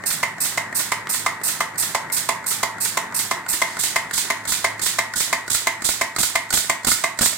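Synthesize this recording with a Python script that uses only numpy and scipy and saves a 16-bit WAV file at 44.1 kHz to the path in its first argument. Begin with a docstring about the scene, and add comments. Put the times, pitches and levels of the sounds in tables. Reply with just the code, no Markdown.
"""A pneumatic press chops a band of glued wire into pins, about three strokes a second, in a workshop.
Cuts are noise cracks over ringing modes; a clamp clacks and the feed slide hits its stop likewise.
The valve's jet and the cylinder's exhaust are coloured noise bursts; a motor hums underneath.
Heard first from the outlet chute, then, switching abruptly at 3.6 s, from the die towards the feeder."""
import sys
import numpy as np
from scipy import signal
from scipy.fft import rfft, irfft
from scipy.io import wavfile

SR = 44100
rng = np.random.default_rng(int(sys.argv[2]) if len(sys.argv) > 2 else 0)


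def to_wav(s):
    """Save 16-bit WAV."""
    ch = np.atleast_2d(s).T  # columns
    pcm = np.round(np.clip(ch, -1, 1) * 32767)  # PCM
    wavfile.write(sys.argv[1], SR, pcm.astype(np.int16))


N = 325017

# Nearness to the press. Each row: time in seconds, level in dB.
PRESS_NEARNESS = [(0.2, -4), (2.6, -1.6), (4.2, -1), (5.2, 0), (6.9, -1.5)]
# Die knock, strongest up the chute. Each row: time in seconds, relative level in dB.
DIE_KNOCK_LEVEL = [(0.2, -24.5), (2.4, -19), (3.6, -22), (6.1, -23), (7.1, -25)]
# Blade ring, strongest beside the die. Each row: time in seconds, relative level in dB.
BLADE_RING_LEVEL = [(0.4, -20.3), (2.4, -24), (3.3, -22), (3.6, -19), (5.1, -18), (7, -20.3)]
# Press modes. Each row: frequency in Hz, relative energy in dB, t60 in seconds.
PRESS_MODES = [(257, -17.5, 0.11), (376, -13, 0.047), (611, -12, 0.042), (667, 0, 0.026), (914, -10, 0.039),
               (1053, -0.5, 0.014), (1161, -5, 0.019), (1557, -13, 0.016), (1800, -11.5, 0.024),
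               (2073.7, -3, 0.05), (2256, -12.5, 0.019), (2505, -18, 0.014), (893, -14.5, 0.65),
               (970.6, -18.5, 0.59), (1060, -32, 0.43), (1914, -16, 0.42), (2040, -19, 0.44),
               (3097, -29.5, 0.36), (3750, -24, 0.18)]
# Feeder modes. Each row: frequency in Hz, relative energy in dB, t60 in seconds.
FEEDER_MODES = [(329, -14, 0.015), (634, -14.5, 0.038), (1005, -11, 0.014), (1295, -9, 0.018),
                (1460, -6, 0.048), (1832, -6.5, 0.026), (2134, -11.5, 0.063)]
# Nearness to the feeder, scaled per sound. Each row: time in seconds, level in dB.
FEEDER_NEARNESS = [(0, -18), (3.5, -18.5), (3.8, -11.5), (5.8, -9), (6.2, -5), (6.55, -4), (6.9, -2),
                   (7.3, -1)]

# Noise spectra, in order: cut crack, clamp and slide clack, slide thump, valve jet heard from the chute
# and from the die, low puff of the valve, cylinder exhaust, workshop drone.
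# Each row: frequency in Hz, relative density in dB per Hz.
CRACK_SPECTRUM = [(1200, -8.5), (2400, -2), (4000, -2), (6000, -0.5), (8300, 2), (10500, -7.5),
                  (16000, -12)]
CLACK_SPECTRUM = [(1000, -5), (2700, -16), (4300, 3), (5800, -2.5), (7800, 6.5), (10500, -7), (16000, -12)]
THUMP_SPECTRUM = [(20, 1), (45, 16.5), (100, 4), (300, -1), (600, -25.5), (2000, 2)]
CHUTE_JET_SPECTRUM = [(1530, -51), (2600, -11.5), (3050, -28), (4100, -10.5), (6780, -8.5), (8130, 2),
                      (9050, -1.5), (11300, -9.5), (12400, -6), (14900, -6.5), (16000, -27)]
DIE_JET_SPECTRUM = [(1410, -45), (2400, -18.5), (2600, -24), (2750, -18), (3430, -4), (3740, -2.5),
                    (5930, -4.5), (7960, 4.5), (11600, -8.5), (14500, -7), (16000, -19)]
PUFF_SPECTRUM = [(20, -3), (60, 0.5), (130, -0.5), (210, 2), (300, -2), (470, -6.5), (1500, -2.5),
                 (3000, -7.5), (8000, -14.5)]
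EXHAUST_SPECTRUM = [(1200, -32), (2000, -5.5), (2800, -9.5), (3600, -4), (4400, -3.5), (5600, -4),
                    (7600, 0), (9100, -1.5), (11500, -8), (16000, -8)]
DRONE_SPECTRUM = [(20, -17), (60, -14), (100, -6), (160, 1), (260, 0.5), (480, -3), (700, 0), (1000, 2.5),
                  (1400, 0.5), (2000, 6.5), (2800, -23), (6000, -99), (16000, -42)]

# Motor lines. Each row: frequency in Hz, rms level in dB before flutter.
MOTOR_LINES = [(107, -54.5), (890, -59.5)]
# Workshop level. Each row: time in seconds, drone level in dB, low rumble level in dB.
WORKSHOP_LEVEL = [(0, -36.5, -48.5), (3.5, -36.5, -52.5), (3.7, -37, -57), (7.37, -41, -75)]
# Workshop decay. Each row: frequency in Hz, t60 in seconds.
WORKSHOP_T60 = [(100, 0.26), (1000, 0.36), (2200, 0.43), (4000, 0.27), (8000, 0.22), (16000, 0.28)]
# Likeness of the two microphone ports. Each row: frequency in Hz, correlation (clipped to -1..1).
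PORT_LIKENESS = [(60, 0.8), (150, 2), (300, 1.77), (600, -0.2), (1100, 1.3), (2000, 0.26), (4000, -0.16),
                 (16000, 0.15)]
# Colour of the ports. Each row: frequency in Hz, left minus right in dB.
PORT_TILT = [(100, 0), (350, 0), (650, -4.5), (1100, -1.5), (2000, 3.5), (3000, -2), (4500, -3.5),
             (7500, -11.5), (9500, -11.5), (11500, 0.5), (16000, 2.5)]
# Phase of the ports. Each row: frequency in Hz, left lead in radians.
PORT_LEAD = [(60, -.2), (140, -0.13), (280, -0.69), (500, -0.82), (950, -0.29)]

# From the chute the beat gathers a little speed; from the die it is even.
CHUTE_FIRST_CUT_S, CHUTE_PERIOD_S, QUICKEN_S, CHUTE_STROKES = .229, .3449, .00028, 10
DIE_FIRST_CUT_S, DIE_PERIOD_S, DIE_STROKES = 3.6165, .3421, 11
AT_DIE_S = 3.6   # the press is heard from the die from here on
# The valve vents half a cycle after each cut; the clamp closes before it, the slide arrives after it.
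CHUTE_VENT_LAG_S, DIE_VENT_LAG_S, CLAMP_LEAD_S, TRAVEL_S = .1735, .172, .021, .048

# Relative levels; each is trimmed again in its source's mix.
THUD_DB, CRACK_DB, STROKE_SCATTER_DB = -26.5, -18, .5
JET_CHUTE_DB, JET_FEEDER_DB, JET_NEARNESS_SHARE = -22, -16, .63
EXHAUST_CHUTE_DB, EXHAUST_DIE_DB, EXHAUST_FADE_DB_PER_S = -21.5, -18, .5
CUTOFF_HZ, PEAK_LIMIT = 15900, .92

TIME_S = np.arange(N) / SR
FREQ_HZ = np.maximum(np.fft.rfftfreq(N, 1 / SR), 1)
CHUTE_STROKE = np.arange(CHUTE_STROKES)
CHUTE_CUTS_S = CHUTE_FIRST_CUT_S + CHUTE_PERIOD_S * CHUTE_STROKE - QUICKEN_S * CHUTE_STROKE ** 2
DIE_CUTS_S = DIE_FIRST_CUT_S + DIE_PERIOD_S * np.arange(DIE_STROKES)
CUT_TIMES_S = np.r_[CHUTE_CUTS_S, DIE_CUTS_S]
# One vent precedes the first cut.
CHUTE_VENTS_S = np.r_[CHUTE_FIRST_CUT_S - CHUTE_PERIOD_S, CHUTE_CUTS_S] + CHUTE_VENT_LAG_S
VENT_TIMES_S = np.r_[CHUTE_VENTS_S, DIE_CUTS_S + DIE_VENT_LAG_S]


def from_db(db):
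    """Decibels to gain."""
    return 10 ** (np.asarray(db) / 20)


def rms_one(x):
    """Scale to an rms of 1."""
    return x / np.sqrt(np.mean(x ** 2) + 1e-20)


def unit_energy(x):
    """Scale to a mean energy of 1 per channel."""
    return rms_one(x) / np.sqrt(x.shape[-1])


def at_hz(points, hz):
    """Read a table on a log-frequency axis."""
    point_hz, value = np.transpose(points)
    return np.interp(np.log(hz), np.log(point_hz), value)


def at_time(rows, time_s, column=1):
    """Read one column of a time curve."""
    rows = np.array(rows)
    return np.interp(time_s, rows[:, 0], rows[:, column])


def stereo(mid, side, hz):
    """Left and right from two unrelated signals, as alike as the ports hear that pitch."""
    alike = np.clip(at_hz(PORT_LIKENESS, hz), -1, 1)
    return np.sqrt(1 + alike) * mid + np.sqrt(1 - alike) * side * np.array([[1], [-1]])


def noise(spectrum):
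    """Steady stereo noise of a given colour, rms 1."""
    mid, side = rfft(rng.standard_normal((2, N)))
    coloured = stereo(mid, side, FREQ_HZ) * from_db(at_hz(spectrum, FREQ_HZ))
    return rms_one(irfft(coloured, N))


def flutter(depth_db, rate_hz):
    """Gain that wanders at random between knots spaced at rate_hz."""
    knots = rng.standard_normal(int(N / SR * rate_hz) + 2)
    return from_db(depth_db * np.interp(TIME_S * rate_hz, np.arange(len(knots)), knots))


def bursts(times_s, levels_db, rise_s, hold_s, t60_s):
    """Envelope of bursts that open, hold and die away; overlaps add in power."""
    power = np.zeros(N)
    for start_s, level_db in zip(times_s, levels_db):
        start = int(start_s * SR)
        span = slice(max(start, 0), max(start + SR // 2, 0))
        age_s = np.maximum(TIME_S[span] - start_s, 0)
        opening = np.minimum(age_s / rise_s, 1)
        decay_db = 60 * np.maximum(age_s - hold_s, 0) / t60_s
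        power[span] += (opening * from_db(level_db - decay_db)) ** 2
    return np.sqrt(power)


def add(out, start_s, sound):
    """Mix a short sound in at a time."""
    start = int(np.clip(start_s * SR, 0, N))
    out[:, start:start + sound.shape[1]] += sound[:, :N - start]


def strike(modes, contact_s, scatter_db, grit):
    """A gritty contact swells and fades within milliseconds and sets each mode ringing."""
    age_s, out = TIME_S[:SR // 2], np.zeros((2, SR // 2))
    force = np.sin(np.pi * np.minimum(age_s / contact_s, 1)) ** 2
    for k, (hz, level_db, t60_s) in enumerate(modes):
        phase = 2 * np.pi * hz * (age_s - contact_s / 2) + k * np.pi / 2
        rough = np.resize(rng.standard_normal((SR // 50, 2)), (len(age_s), 2)).T
        push = force * (np.cos(phase + .5 * rng.normal()) + grit * stereo(*rough, hz))
        # two-pole resonator
        radius, angle = from_db(-60 / (t60_s * SR)), 2 * np.pi * hz / SR
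        ring = signal.lfilter([1, 0, -1], [1, -2 * radius * np.cos(angle), radius ** 2], push)
        out += from_db(level_db + scatter_db * rng.normal()) * unit_energy(ring)
    return out * np.sqrt(SR / 100)   # energy 1 becomes rms 1 over 10 ms


def blade():
    """The blade cracks through the row of wires; frame, die and blade ring, each with its own strength."""
    out, modes = np.zeros((2, N)), np.array(PRESS_MODES)
    mode_hz = modes[:, 0]
    low = mode_hz < 1700
    force_db = STROKE_SCATTER_DB * rng.standard_normal(len(CUT_TIMES_S))
    near_db = at_time(PRESS_NEARNESS, CUT_TIMES_S)
    for cut_s, force, near in zip(CUT_TIMES_S, force_db, near_db):
        knock_db, ring_db = at_time(DIE_KNOCK_LEVEL, cut_s), at_time(BLADE_RING_LEVEL, cut_s)
        part_db = [(700, THUD_DB + near), (880, knock_db), (1300, knock_db), (1750, ring_db)]
        blow = modes.copy()
        blow[:, 1] += force + at_hz(part_db, mode_hz)
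        # down the chute the knock arrives as one compact bump; at the die it is drawn out
        delay_s, contact_s = (.0008, .004) if cut_s < AT_DIE_S else (-.0008, .0068)
        add(out, cut_s + delay_s, strike(blow[low], contact_s, scatter_db=.5, grit=1.16))
        # the blade rings up as it breaks through
        add(out, cut_s, strike(blow[~low], contact_s=.0095, scatter_db=1.34, grit=2.35))
    crack_db = CRACK_DB + near_db + force_db
    crack_level = bursts(CUT_TIMES_S - .0005, crack_db, rise_s=.0015, hold_s=.0061, t60_s=.054)
    crack = noise(CRACK_SPECTRUM) * crack_level * flutter(depth_db=2, rate_hz=910)
    return from_db(4.5) * out + from_db(1.0) * crack


def clamp():
    """The valve spool ticks, then the clamp snaps shut on the band; the housing shields its treble from afar."""
    times_s = VENT_TIMES_S - CLAMP_LEAD_S
    near_db = at_time(FEEDER_NEARNESS, times_s)
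    snap = bursts(times_s, 1.42 * near_db, rise_s=.00076, hold_s=.0027, t60_s=.037)
    tick = bursts(times_s - .0155, .61 * near_db, rise_s=.0022, hold_s=.0025, t60_s=.11)
    out = noise(CLACK_SPECTRUM) * (from_db(-13.5) * snap + from_db(-37.5) * tick)
    for snap_s, near in zip(times_s, near_db):
        ring = strike(FEEDER_MODES, contact_s=.00358, scatter_db=5.0, grit=3.5)
        add(out, snap_s, from_db(-24 + .45 * near) * ring)
    return out


def slide():
    """The feed slide cracks onto its stop with a dull thump, blurred from afar; a light tap follows."""
    times_s = VENT_TIMES_S + TRAVEL_S
    near_db = at_time(FEEDER_NEARNESS, times_s)
    thump_level = bursts(times_s, .85 * near_db, rise_s=.00082, hold_s=.0062, t60_s=.057)
    crack_level = bursts(times_s, .8 * near_db, rise_s=.00067, hold_s=.0019, t60_s=.024)
    thump = noise(THUMP_SPECTRUM) * thump_level
    crack = noise(CLACK_SPECTRUM) * crack_level
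    out = from_db(-19.0) * thump + from_db(-13) * crack
    for stop_s, near in zip(times_s, near_db):
        contact_s = .016 if stop_s < AT_DIE_S else .005
        hit = strike(FEEDER_MODES, contact_s, scatter_db=3.0, grit=4.8)
        tap = strike(FEEDER_MODES, contact_s=.00413, scatter_db=3.0, grit=2.3)
        add(out, stop_s - .001, from_db(-22.5 + .36 * near) * hit)
        add(out, stop_s + .07, from_db(-31.5 + .48 * near) * tap)
    return out


def valve():
    """A short sharp jet of air; close to the feeder its blast is also felt as a low puff."""
    times_s, near_db = VENT_TIMES_S, at_time(FEEDER_NEARNESS, VENT_TIMES_S)
    hiss_db = np.where(times_s < AT_DIE_S, JET_CHUTE_DB, JET_FEEDER_DB + JET_NEARNESS_SHARE * near_db)
    jet = from_db(2.0) * np.where(TIME_S < AT_DIE_S, noise(CHUTE_JET_SPECTRUM), noise(DIE_JET_SPECTRUM))
    hiss_level = bursts(times_s - .0015, hiss_db, rise_s=.0073, hold_s=.034, t60_s=.36)
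    hiss = jet * hiss_level * flutter(depth_db=2.0, rate_hz=250)
    puff_level = bursts(times_s, 1.48 * near_db, rise_s=.0011, hold_s=.022, t60_s=.056)
    puff = noise(PUFF_SPECTRUM) * puff_level * flutter(depth_db=2.5, rate_hz=280)
    return hiss + from_db(-18) * puff


def cylinder():
    """The cylinder empties: the hiss sinks and grows duller as its pressure falls."""
    # one exhaust is already running at the start
    times_s = np.r_[VENT_TIMES_S[0] - CHUTE_PERIOD_S, VENT_TIMES_S] + TRAVEL_S - .004
    # from the die on, each exhaust is a little weaker than the last
    die_db = EXHAUST_DIE_DB - EXHAUST_FADE_DB_PER_S * (times_s - AT_DIE_S)
    hiss_db = np.where(times_s < AT_DIE_S, EXHAUST_CHUTE_DB, die_db)
    air = noise(EXHAUST_SPECTRUM) * flutter(depth_db=.3, rate_hz=200)
    dull = signal.sosfilt(signal.butter(1, 6000, fs=SR, output="sos"), air)
    bright = air - dull
    dull_level = bursts(times_s, hiss_db, rise_s=.0027, hold_s=.01, t60_s=.53)
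    # a soft extra wash of hiss just after 3.6 s
    dull_level += bursts([3.65], [-38], rise_s=.021, hold_s=.16, t60_s=.12)
    bright_level = bursts(times_s, hiss_db, rise_s=.0018, hold_s=.0052, t60_s=.28)
    return from_db(1.5) * dull * dull_level + from_db(-.5) * bright * bright_level


def motor():
    """Drone of the drive and the workshop, with more rumble by the chute; hum lines waver in level."""
    drone_gain = from_db(at_time(WORKSHOP_LEVEL, TIME_S))
    drone = drone_gain * noise(DRONE_SPECTRUM) * flutter(depth_db=1.5, rate_hz=42)
    rumble_gain = from_db(at_time(WORKSHOP_LEVEL, TIME_S, column=2))
    rumble = rumble_gain * noise([(70, -35), (150, 11.5), (240, 2.5), (500, -39)])
    hum = np.zeros(N)
    for hz, level_db in MOTOR_LINES:
        line = np.sqrt(2) * np.sin(2 * np.pi * hz * TIME_S)
        hum = hum + from_db(level_db) * line * flutter(depth_db=4.5, rate_hz=8)
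    return drone + rumble + hum


def workshop(x):
    """Dense reflections from the housing and walls: octave bands of noise, each with its own decay."""
    age_s, response = TIME_S[:SR * 2 // 3], 0
    edges_hz = 60 * 2 ** np.arange(9)
    for low_hz, high_hz in zip(edges_hz, edges_hz[1:]):
        octave = signal.butter(2, [low_hz, high_hz], "band", fs=SR, output="sos")
        band = signal.sosfilt(octave, rng.standard_normal((2, len(age_s))))
        centre_hz = np.sqrt(low_hz * high_hz)
        decay = from_db(-60 * age_s / at_hz(WORKSHOP_T60, centre_hz))
        response = response + stereo(*band, centre_hz) * decay
    response = unit_energy(response * np.minimum(age_s / .011, 1))
    return signal.fftconvolve(x, response, axes=1)[:, :N]


def scene():
    """Metal and air, direct and reflected by the workshop, over the motor."""
    cut, feed, air = blade(), clamp() + slide(), valve() + cylinder()
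    reflected = workshop(from_db(-6.5) * cut + from_db(-8.0) * feed + from_db(-11) * air)
    return cut + feed + air + reflected + motor()


def record(dry):
    """The two ports differ in colour and phase; the loudest peaks are rounded and the top is cut."""
    half = np.array([[.5], [-.5]])
    tilt = from_db(at_hz(PORT_TILT, FREQ_HZ) * half)
    tilt = tilt / np.sqrt(np.mean(tilt ** 2, axis=0))   # keep the summed power of the two ports
    phase = np.exp(1j * at_hz(PORT_LEAD, FREQ_HZ) * half)
    heard = irfft(rfft(dry) * phase * tilt, N)
    heard = heard / (1 + (heard / PEAK_LIMIT) ** 6) ** (1 / 6)
    return signal.sosfilt(signal.ellip(10, .1, 90, CUTOFF_HZ, fs=SR, output="sos"), heard)


dry = scene()
out = record(dry)
to_wav(out)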